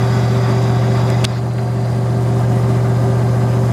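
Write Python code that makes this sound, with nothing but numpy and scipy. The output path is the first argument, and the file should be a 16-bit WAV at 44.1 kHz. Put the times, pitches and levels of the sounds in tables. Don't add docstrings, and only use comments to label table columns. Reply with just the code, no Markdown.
import sys
import numpy as np
from scipy import signal
from scipy.fft import rfft, irfft, next_fast_len
from scipy.io import wavfile
from scipy.ndimage import uniform_filter1d, map_coordinates

SR = 44100
rng = np.random.default_rng(int(sys.argv[2]) if len(sys.argv) > 2 else 0)


def invert_db(level):
    return 10 ** (np.asarray(level, dtype=float) / 20)


def pcm_store(signal):
    levels = np.round(np.clip(np.atleast_2d(signal), -1, 1) * 32767)
    wavfile.write(sys.argv[1], SR, levels.astype(np.int16).T)


N = 164052


def unit(x):
    return x / np.sqrt(np.mean(x ** 2) + 1e-20)


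def along(points, hz):
    f, v = np.transpose(points)
    return np.interp(np.log(hz + 1), np.log(f + 1), v)


def lifts(peaks, hz):
    return sum(db / (1 + (2 * (hz - centre) / width) ** 2) for centre, width, db in peaks)


def wobble(rate):
    knots = rng.standard_normal(int(N * rate / SR) + 4)
    return map_coordinates(knots, [np.arange(N) * rate / SR])


def filtered(x, response):
    m = next_fast_len(N + SR // 2)
    return irfft(rfft(x, m) * response(np.fft.rfftfreq(m, 1 / SR)), m)[..., :N]


def band(centre_hz, spread):
    def bell(hz):
        return np.exp(-(np.log2((hz + 1) / centre_hz) / spread) ** 2)
    return unit(filtered(rng.standard_normal(N), bell))


def patchy(x, db, size, across, along_time):
    z = signal.stft(x, nperseg=size)[2]
    field = uniform_filter1d(rng.standard_normal(z.shape), size=across, axis=0)
    field = uniform_filter1d(field, size=along_time, axis=1)
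    return signal.istft(z * invert_db(db * unit(field)), nperseg=size)[1][:N]


# frequency in Hz, density in dB per Hz.
AIR_SPECTRUM = [(45, -22), (70, -6.5), (200, -4), (700, -4.5), (1500, -16), (2700, -26.5), (8000, -32.5),
                (13500, -40.5), (15700, -49)]
# centre in Hz, width in Hz, lift in dB.
DUCT_RESONANCES = [(386, 10, 9.5), (535, 17.4, 6), (603, 24, -6), (712, 13.3, 5), (896, 24, 1),
                   (1167, 110, 3.5), (1615, 25, 6), (2006, 170, 4.5), (455, 56, -7.5)]
# centre in Hz, width in Hz, lift in dB.
OPEN_HAND = [(1370, 1500, 2), (2420, 1000, 4.5), (3350, 130, 7.5), (3560, 200, 8), (3880, 130, 11.5),
             (4200, 270, 0), (4700, 190, 10), (4956, 150, 11.5), (5440, 720, 5), (6110, 80, 9),
             (6630, 40, 9), (7100, 400, 7), (9300, 360, 1), (11060, 110, 8)]
# centre in Hz, width in Hz, lift in dB.
SHADED_HAND = [(3360, 100, 1.5), (4100, 150, 9), (4740, 220, 11), (5700, 600, -1), (6130, 100, 4),
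               (7100, 340, 4.5), (8940, 300, 5), (9500, 200, 4), (10950, 150, 3), (12950, 200, -7)]
# centre in Hz, width in Hz, lift in dB.
LOWERED_CAMERA = [(3400, 89, -1), (3680, 60, 3), (4100, 250, 2), (4940, 280, 5), (6150, 150, 3),
                  (6910, 440, 4), (8960, 300, 4.5), (10400, 100, 8), (12980, 150, 4), (13700, 300, -5)]


def air():
    level_db = -26
    slip_hz, slip_db, slip_peak_s = 6.3, 0.48, .02
    room_ripple_db = 2.5
    flutter_db, flutter_from_hz = 1.5, 13000
    shade_s, shade_takes_s = 1.397, .02
    lower_s, lower_takes_s = 2.05, 0.66
    t = np.arange(N) / SR

    flow = patchy(rng.standard_normal(N), 1.2, size=256, across=8, along_time=5)
    flow = patchy(flow, room_ripple_db, size=8192, across=2, along_time=16)
    throb_db = slip_db * np.cos(2 * np.pi * slip_hz * (t - slip_peak_s))
    flow = flow * invert_db(throb_db + 0.37 * wobble(40.) + 0.23 * wobble(11.0))

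    top = filtered(flow, lambda hz: 1 / (1 + (flutter_from_hz / (hz + 1)) ** 4))
    flutter = wobble(29.98) + 0.38 * wobble(7.97)
    flow = flow + top * (invert_db(flutter_db * flutter) - 1)

    ducted = filtered(flow, lambda hz: invert_db(along(AIR_SPECTRUM, hz) + lifts(DUCT_RESONANCES, hz)))
    ducted = invert_db(level_db) * unit(ducted)

    opened = filtered(ducted, lambda hz: invert_db(lifts(OPEN_HAND, hz)))
    shaded = filtered(ducted, lambda hz: invert_db(lifts(SHADED_HAND, hz)))
    lowered = filtered(ducted, lambda hz: invert_db(lifts(LOWERED_CAMERA, hz)))
    shade = np.clip((t - shade_s) / shade_takes_s + .5, 0, 1)
    low = np.clip((t - lower_s) / lower_takes_s + .5, 0, 1)
    return (1 - shade) * opened + shade * ((1 - low) * shaded + low * lowered)


# start in seconds, length in seconds, level in dB, centre in Hz.
RUB_EVENTS = [
    (1.307, 0.11, -39.5, 4200),
]


def rubs():
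    t = np.arange(N) / SR
    out = np.zeros(N)
    for start, length, db, hz in RUB_EVENTS:
        stroke = np.sin(np.pi * np.clip((t - start) / length, 0, 1))
        out = out + invert_db(db) * band(hz, 0.19) * stroke
    return out


# frequency in Hz, density in dB per Hz.
SCRAPE_SPECTRUM = [(710, -25), (1300, -5), (2300, -3), (3500, -2), (5200, -14), (7500, -12), (10000, -14),
                   (15500, -40)]


def scrape():
    start_s, length_s, level_db = 1.2415, 0.0093, -17.5
    t = np.arange(N) / SR
    gate = np.clip(np.minimum(t - start_s, start_s + length_s - t) / 0.001, 0, 1)
    grain = unit(filtered(rng.standard_normal(N), lambda hz: invert_db(along(SCRAPE_SPECTRUM, hz))))
    return invert_db(level_db + 1.1 * wobble(900.)) * gate * grain


# start in seconds, peak level in dB, centre in Hz, spread in octaves,
# 60 dB decay time in seconds.
TICK_EVENTS = [
    (1.102, -24, 3800, 1.3, .015),
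    (1.1012, -32, 11000, 0.55, .006),
    (1.536, -32, 8500, .4, .006),
    (1.5815, -28, 2850, .4, 0.016),
    (1.585, -23, 1700, .7, .018),
    (1.614, -36, 6000, .8, .008),
    (1.2504, -8.5, 2600, 1.13, .014),
    (1.25, -20.5, 9000, .6, 0.0035),
]


def ticks():
    t = np.arange(N) / SR
    out = np.zeros(N)
    for start, db, hz, spread, t60 in TICK_EVENTS:
        since = np.maximum(t - start, 0)
        out = out + invert_db(db - 60 * since / t60) * (t > start) * band(hz, spread)
    return out


def snap():
    start_s, level_db, ring_hz, t60_s = 1.2505, -3, 3800, .006
    since = np.maximum(np.arange(N) / SR - start_s, 0)
    return invert_db(level_db - 60 * since / t60_s) * np.sin(2 * np.pi * ring_hz * since)


# multiple of the buzz fundamental, level in dB rms.
BUZZ_HARMONICS = [(5, -34.4), (6, -35.0), (8, -14.6), (9, -40.8), (10, -40.9), (11, -28.4), (12, -36.6),
                  (13, -30.7), (14, -30.2), (16, -41.5), (18, -39.1), (19, -43.0), (20, -46.8), (21, -45.6),
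                  (22, -39.2), (24, -36.8), (26, -28.6), (30, -45.5), (32, -46.8), (34, -46.2), (35, -38.6),
                  (40, -38.6), (43, -42.6), (48, -42.2)]
# frequency in Hz, level in dB rms.
ROTOR_TONES = [(144.5, -41), (215.45, -34.5), (264.4, -41), (384.35, -37), (534.4, -41), (620.2, -44),
               (669.1, -45), (714.2, -39), (729.4, -44), (740.1, -45), (909.8, -47), (1200, -48),
               (1572, -50)]


def motor():
    buzz_hz = 14.996
    beat_s = 3.07
    rotor_wander_db = 1
    t = np.arange(N) / SR - beat_s

    turn = rng.random(110)
    turn[5] = 2 * turn[8] - turn[11] + .23
    turn[6] = 2 * turn[8] - turn[10] + .38

    def tone(hz, db):
        phase = hz * t + turn[round(hz / buzz_hz)]
        return np.sqrt(2) * invert_db(db) * np.cos(2 * np.pi * phase)

    buzz = sum(tone(k * buzz_hz, db) for k, db in BUZZ_HARMONICS)
    rotor = sum(tone(hz, db + rotor_wander_db * wobble(2.57)) for hz, db in ROTOR_TONES)
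    return buzz + rotor


def scene():
    hand = rubs() + scrape() + ticks() + snap()
    return (air() + hand + motor())[None]


def top_cut(x):
    return signal.sosfilt(signal.butter(12, 15710, fs=SR, output="sos"), x)


def record(dry):
    duck_s, duck_db, attack_s, recover_s = 1.251, 5, 0.0018, 1.25
    since = np.arange(N) / SR - duck_s
    attack = np.clip(since / attack_s, 0, 1)
    recovery = np.clip(1 - since / recover_s, 0, 1)
    mix = np.clip(dry * invert_db(-duck_db * attack * recovery), -.97, .97)
    return top_cut(mix)


dry = scene()
out = record(dry)
pcm_store(out)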